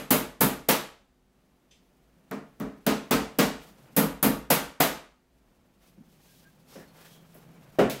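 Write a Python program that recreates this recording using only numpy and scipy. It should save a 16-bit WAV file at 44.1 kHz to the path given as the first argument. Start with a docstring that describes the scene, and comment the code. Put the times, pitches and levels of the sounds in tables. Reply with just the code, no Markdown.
"""A small, hard-walled room, where three nails are hammered into the bottom of a drawer lying on a bed.
Each blow is a steel tick, a crack and the boom of the panel; a fast limiter catches the hardest peaks.
A loose nail clinks as it is picked up. Then feet shuffle, clothes rustle and wood rubs and squeaks as
the drawer is lifted, swung round and set down on the tiled floor, its frame knocking and its fittings
clacking. Quiet air and a faint hum lie underneath, and a low drone grows towards the end."""
import sys
import numpy as np
from scipy import signal
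from scipy.io import wavfile
from scipy.ndimage import uniform_filter1d, minimum_filter1d

SR = 44100
rng = np.random.default_rng(int(sys.argv[2]) if len(sys.argv) > 2 else 0)


def transcribe(signal):
    """Save signal, clipped to [-1, 1], as a 16-bit WAV file at the path in sys.argv[1]."""
    frames = np.atleast_2d(signal).T
    limited = np.clip(frames, -1, 1)
    pcm = np.round(limited * 32767).astype(np.int16)
    wavfile.write(sys.argv[1], SR, pcm)


N = 352800
TIME = np.arange(N) / SR
AGE = TIME[:SR * 3 // 4]   # seconds since an impact
CUTOFF_HZ = 15650
EDGES_HZ = np.geomspace(22, 17500, 28)
CENTRES_HZ = np.sqrt(EDGES_HZ[1:] * EDGES_HZ[:-1])
BANK = [signal.butter(2, edge, "band", fs=SR, output="sos") for edge in zip(EDGES_HZ, EDGES_HZ[1:])]

# noise colours, shape only: frequency_hz, density_db
AIR = [(25, -10), (50, -0.5), (80, -15), (130, -10), (220, -10), (330, -15.5), (600, -16), (1200, -24),
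       (2000, -26.5), (5000, -32.5), (16000, -39)]   # room tone
SHUFFLE = [(70, -40.5), (150, 2.5), (250, -6.5), (400, -15), (700, -19.5)]   # feet
RUBBING = [(250, -10), (500, 0.5), (1000, -4.5), (1800, -8.5), (3500, -15)]   # wood on the bedcover
CLOTH = [(1800, -11.5), (3200, -4), (6000, -6.5), (9000, -9.5), (13000, -7.5), (16000, -10)]   # hiss of fabric
BUMP_THUMP = [(45, 13), (65, -26), (95, -9), (130, -4), (200, 16), (320, 0)]   # low end of a bump
BUMP_KNOCK = [(200, -37), (350, 6.5), (600, 4), (900, -6), (1400, -6.5), (2800, -20.5)]   # its woody middle
BOOM = [(30, -20.5), (42, -25.5), (55, -9), (85, -34.5), (112, -25.5), (145, -7), (200, -1.5), (320, -7.5)]   # low end of a hammer blow
KNOCK = [(200, -25), (330, -2), (600, 0), (950, -3.5), (1280, -4), (1800, -9), (2600, -16.5)]   # its woody middle
CRACK = [(1300, -23), (2200, 3), (3200, 1.5), (5000, -1.5), (8000, -6), (11000, -15.5)]   # hard edge of a hit
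PING = [(6000, -22), (9500, -13.5), (11000, 0), (12500, -2), (15000, 2), (16500, -8)]   # steely top

# the room's decay: frequency_hz, t60_s
ROOM_T60 = [(60, 0.66), (170, 0.34), (500, 0.4), (1500, 0.42), (3000, 0.41), (5500, 0.38), (8000, 0.35),
            (11000, 0.3), (16000, 0.19)]
# faint hum: pitch_hz, rms_db
HUM = [(54, -73.5), (194, -77), (258, -75), (361, -79)]
# shifting along the drawer, then carrying it: start_s, end_s, start_db, end_db
MOVES = [(1.405, 3.997, -73, -57.5), (5.404, 7.778, -72, -57.5)]
# swishes of clothes and bedcover: peak_s, rise_s, rub_db, hiss_db
SWISHES = [(3.64, 0.033, -58, -57.5), (5.48, 0.057, -84, -81), (5.85, 0.036, -67, -63),
           (6.12, 0.069, -72, -69.5), (6.32, 0.095, -81, -62.5), (6.73, 0.06, -60.5, -57.5),
           (7.0, 0.053, -57.5, -61.5), (7.07, 0.055, -76, -60), (7.35, 0.039, -68, -68)]
# squeaks of wood and fittings: peak_s, half_length_s, pitch_hz, width_hz, relative_db
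SQUEAKS = [(6.313, .04, 1600, 28, -70), (6.471, 0.022, 1595, 18, -59), (6.755, 0.056, 5400, 570, -61),
           (6.822, 0.034, 1730, 257, -56.5), (6.893, .025, 4320, 120, -68), (7.06, 0.032, 1720, 150, -62),
           (7.134, 0.084, 3250, 190, -64.5)]
# the drawer handled and set down, levels before trim: start_s, thump_db, knock_db, rattle_db
BUMPS = [(5.969, -48, -72, -83), (6.754, -45, -49, -58), (7.348, -57, -59.5, -76), (7.786, -21, -20, -33)]
# clicks of its fittings, levels before trim: start_s, clack_db, ping_db
CLICKS = [(7.3407, -70, -57), (7.896, -36.5, -38.5)]
# modes of the drawer's frame: pitch_hz, relative_db, t60_s
FRAME_MODES = [(133.2, -11, 0.99), (191, -9, 0.4), (267, 3, 0.33), (328, -9, 0.49), (406.7, 5, 0.28),
               (529, 7, 0.23), (598, 3, 0.27), (633, -11, .26), (915, -27, 0.33)]
# modes of a loose nail: pitch_hz, relative_db, t60_s
NAIL_MODES = [(2620, -10, 0.37), (3180, -3, 0.23), (3494, -2, 0.23), (3580, -6, 0.23), (4888, -11, .28),
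              (5281, -12, .3), (6060, -5, 0.23), (6150, -6, 0.24), (7472, -13, 0.32)]
# modes of the panel, driven differently from each nail: pitch_hz, first_db, second_db, third_db
PANEL_MODES = [(143.4, -4.5, -8, -10), (159.75, -3, -6.5, -3), (205.3, 1, 5.5, -0.5),
               (216.3, -10.5, -3, -3.5), (249.6, -1, 2, -3.5), (275, 0.5, 2, -0.5), (293, -4.5, -5, -17.5),
               (353, -10.5, -8.5, -14), (401, -18, -14.5, -16), (435, -3, -1, -9), (461, -6, -5.5, -5),
               (510, -13.5, -19.5, -9.5), (595, -11.5, -8.5, -14), (649, -14, -9, -17.5),
               (852, -9.5, -29, -15), (951, -16, -20.5, -13.5), (1256, -14.5, -14, -14.5)]
# hammer blows: start_s, force_db, give (0 = the nail is home, 1 = it sinks freely)
BLOWS = [(0.105, -1.44, 0.61), (0.407, -2, 0.73), (0.686, -0.9, 0), (2.311, -17, 0.56), (2.599, -17, 0.84),
         (2.865, -4, 0.48), (3.109, -2, 0.52), (3.386, -1, 0.58), (3.964, -2.35, 1), (4.227, -2.6, 1),
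         (4.502, -0.05, 0.31), (4.802, -0.5, 0.084)]


def from_db(db):
    """Decibels to gain."""
    return 10 ** (np.asarray(db) / 20)


def at_hz(points, hz, outside=None):
    """Read a table on a log-frequency axis."""
    known, values = np.transpose(points)
    return np.interp(np.log(hz), np.log(known), values, outside, outside)


def colour(spectrum, db=0):
    """Band gains that give white noise this colour at about this rms level."""
    gains = from_db(at_hz(spectrum, CENTRES_HZ, outside=-np.inf))
    return from_db(db) * gains / np.sqrt(np.sum(gains ** 2 * np.diff(EDGES_HZ)) * 2 / SR)


def noise(spectrum):
    """Steady coloured noise, rms about 1."""
    white = rng.standard_normal((2, N))
    return sum(g * signal.sosfilt(BANK[k], white[k % 2]) for k, g in enumerate(colour(spectrum)) if g > 0)


def low_cut(sound, hz, order=2):
    """Roll off everything below hz."""
    return signal.sosfilt(signal.butter(order, hz, "high", fs=SR, output="sos"), sound)


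def add(out, start_s, sound):
    """Mix a sound in at its time."""
    start = round(start_s * SR)
    low, high = max(start, 0), min(start + len(sound), N)
    out[low:high] += sound[low - start:high - start]


def attack(build_s):
    """An envelope that swells from 0 to 1."""
    return 1 - np.exp(-AGE / build_s)


def decay(t60_s):
    """An envelope that falls 60 dB in t60_s."""
    return np.exp(-np.log(1000) * AGE / t60_s)


def ramp(start_s, end_s, start_db, end_db, fade_s=.1):
    """A steady fader ride that dies away at both ends."""
    outside_s = np.maximum(np.maximum(start_s - TIME, TIME - end_s), 0)
    ride_db = np.interp(TIME, [start_s, end_s], [start_db, end_db])
    return from_db(ride_db) * np.exp(-(outside_s / fade_s) ** 2)


def wavering(hz, width_hz):
    """A tone of rms 1 whose wandering phase blurs its pitch."""
    wander = np.sqrt(2 * np.pi * width_hz / SR) * np.cumsum(rng.standard_normal(N))
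    return np.sqrt(2) * np.sin(2 * np.pi * hz * TIME + wander)


def room_tone():
    """Quiet air and a faint, wavering hum."""
    return from_db(-69) * noise(AIR) + sum(from_db(db) * wavering(hz, width_hz=11) for hz, db in HUM)


def drone():
    """A low tone grows as the drawer is carried off."""
    return ramp(start_s=6, end_s=8, start_db=-67.5, end_db=-56.5) * wavering(hz=159, width_hz=13.67)


def swish(peak_s, rise_s, release_ratio=2.1):
    """The envelope of one sweep of cloth: it rises to 1 and fades more slowly."""
    slope_s = np.where(TIME < peak_s, rise_s, rise_s * release_ratio)
    return np.exp(-((TIME - peak_s) / slope_s) ** 2)


def catching(depth_db=2.0, per_s=70):
    """Rubbing surfaces catch and slip, so their level is lumpy."""
    steps = rng.standard_normal(4000)
    return from_db(depth_db * np.interp(TIME * per_s, np.arange(len(steps)), steps))


def movement():
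    """Feet shuffle, wood rubs on the bedcover and cloth hisses, with single swishes on top."""
    effort = sum(ramp(*move) for move in MOVES)
    rub = sum(from_db(db) * swish(peak_s, rise_s) for peak_s, rise_s, db, _ in SWISHES)
    hiss = sum(from_db(db) * swish(peak_s, rise_s) for peak_s, rise_s, _, db in SWISHES)
    layers = [(SHUFFLE, effort),
              (RUBBING, np.hypot(rub, from_db(-4.5) * effort)),
              (CLOTH, np.hypot(hiss, from_db(-9.5) * effort))]
    return sum(level * catching() * noise(spectrum) for spectrum, level in layers)


def squeaks():
    """Wood and fittings scrape in short, rough tones."""
    return sum(from_db(db - 1) * np.exp(-((TIME - peak_s) / half_s) ** 2) * wavering(hz, width_hz)
               for peak_s, half_s, hz, width_hz, db in SQUEAKS)


def wash(gains, build_s, merge_s=.0033):
    """A hit in the room: separate early reflections thicken into noise that dies band by band."""
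    spread = np.exp(-AGE / merge_s)
    grains = np.repeat(rng.standard_normal(len(AGE)), 16)[:len(AGE)]
    lumps = np.exp(spread * grains - spread ** 2)
    white = rng.standard_normal((2, len(AGE))) * lumps * attack(build_s)
    fades = decay(at_hz(ROOM_T60, CENTRES_HZ)[:, None])
    return sum(g * signal.sosfilt(BANK[k], white[k % 2] * fades[k]) for k, g in enumerate(gains) if g > 0)


def struck(modes, build_s):
    """Modes set ringing by one short contact."""
    rings = sum(from_db(db) * decay(t60_s) * np.sin(2 * np.pi * (hz * AGE + rng.random()))
                for hz, db, t60_s in modes)
    return rings * attack(build_s)


def nail_clink():
    """A loose nail clicks and rings as it is picked up."""
    return wash(colour(CRACK, -60.5), build_s=.0029) + from_db(-59.5) * struck(NAIL_MODES, build_s=.0021)


def handling():
    """Bumps ring the drawer's frame and rattle its fittings; metal also clicks and clinks on its own."""
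    out = np.zeros(N)
    for start_s, thump_db, knock_db, rattle_db in BUMPS:
        body = colour(BUMP_THUMP, thump_db - .5) + colour(BUMP_KNOCK, knock_db + 2.5)
        fittings = colour(CRACK, rattle_db - 4.5) + colour(PING, rattle_db - 12)
        add(out, start_s, wash(body + fittings, build_s=.0011))
        add(out, start_s, from_db(knock_db - 3.5) * struck(FRAME_MODES, build_s=.00087))
    for start_s, clack_db, ping_db in CLICKS:
        add(out, start_s, wash(colour(CRACK, clack_db) + colour(PING, ping_db + 2), build_s=.0011))
    add(out, start_s=1.709, sound=nail_clink())
    return out


def in_frame(sound, span_s=.02, echoes=12, energy_share=.13):
    """The shock bounces round the drawer's frame, which ripples the colour of each blow."""
    response = np.zeros(SR // 20)
    lags = (rng.uniform(.1, 1, echoes) * span_s * SR).astype(int)
    response[lags] = np.sqrt(energy_share / echoes) * rng.choice([-1, 1], echoes)
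    response[0] = np.sqrt(1 - energy_share)
    return signal.fftconvolve(sound, response)


def panel(nail, build_s, pitch_drift=.012, vary_db=2.0):
    """The panel's modes swell and die with the room, shifting a little as the contact point moves."""
    hz, *db_by_nail = np.transpose(PANEL_MODES)[:, :, None]
    hz = hz * (1 + pitch_drift * rng.standard_normal(hz.shape))
    strength = from_db(db_by_nail[nail] + vary_db * rng.standard_normal(hz.shape))
    rings = decay(at_hz(ROOM_T60, hz)) * np.sin(2 * np.pi * (hz * AGE + rng.random(hz.shape)))
    return np.sum(strength * rings, axis=0) * attack(build_s)


def punch(pitch_hz=624, decay_s=.00068):
    """The head lands on the wood: one damped swing of the panel. The open drawer radiates little bass."""
    swing = np.exp(-AGE / decay_s) * np.sin(2 * np.pi * pitch_hz * AGE)
    return low_cut(swing, hz=290)


def nail_zing(decay_s=.004):
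    """The nail zings for a few milliseconds as it bites into the wood."""
    burst = np.exp(-AGE / decay_s) * rng.standard_normal(len(AGE))
    return low_cut(burst, hz=10000)


def tick(ring_hz=14200, decay_s=.0003):
    """Steel on steel: one sharp spike and a very brief, very high ring."""
    hz = min(ring_hz * (1 + .04 * rng.standard_normal()), CUTOFF_HZ)
    ring = np.exp(-AGE / decay_s) * np.cos(2 * np.pi * hz * AGE)
    spike = AGE == 0
    return low_cut(ring + spike, hz=4000, order=1)


def hammering(next_nail_s=(1.5, 3.7), nail_crack_db=(-21, -21, -22), nail_ping_db=(-19, -29, -21.5)):
    """Every blow rings panel, frame and nail together; light taps keep their boom but lose their steel."""
    out = np.zeros(N)
    early_blow = (-.14, *BLOWS[0][1:])   # still ringing as the scene opens
    for start_s, force_db, give in [early_blow, *BLOWS]:
        nail = np.searchsorted(next_nail_s, start_s)
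        # a nail that gives pushes the panel for longer: more boom and ping, less crack, a slower swell
        boom_db = -27 + .84 * force_db + 12.5 * give
        crack_db = nail_crack_db[nail] + 1.59 * force_db - 2.5 * give
        ping_db = nail_ping_db[nail] + 1.9 * force_db + 5.5 * give
        swell_s = .0013 + .008 * give ** 2.9
        wood = colour(BOOM, boom_db - 4.5) + colour(KNOCK, force_db - 19)
        steel = colour(CRACK, crack_db) + colour(PING, ping_db + 2.5)
        add(out, start_s - .002, in_frame(wash(wood, build_s=swell_s)))
        add(out, start_s - .002, from_db(boom_db - 1.3) * panel(nail, build_s=2.9 * swell_s))
        add(out, start_s - .001, in_frame(wash(steel, build_s=.0026)))
        add(out, start_s + .003, from_db(force_db - 3 - 10 * give) * punch())
        add(out, start_s + .001, from_db(ping_db + 9.5) * nail_zing())
        add(out, start_s + .0015, from_db(crack_db + 21) * tick())
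    return out


def scene():
    """The hammer up front, the handling and the room far below it, in mono."""
    return (drone() + hammering() + handling() + movement() + squeaks() + room_tone())[None]


def limiter(sound, ceiling_db=-5, ahead_s=.0039, release_db_per_s=3000):
    """The gain drops just ahead of a peak and springs back within milliseconds."""
    over_db = np.maximum(20 * np.log10(np.abs(sound) + 1e-9) - ceiling_db, 0)
    window = 2 * int(ahead_s * SR / 2) + 1
    coming_db = -minimum_filter1d(-over_db, window, origin=-(window // 2))
    release_db = release_db_per_s * TIME
    cut_db = np.maximum.accumulate(coming_db + release_db, axis=-1) - release_db
    return sound * from_db(-uniform_filter1d(cut_db, size=21))


def record(dry):
    """Peaks are limited, then the very top is cut steeply."""
    high_cut = signal.ellip(10, .1, 90, CUTOFF_HZ, fs=SR, output="sos")
    return signal.sosfilt(high_cut, limiter(dry))


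dry = scene()
out = record(dry)
transcribe(out)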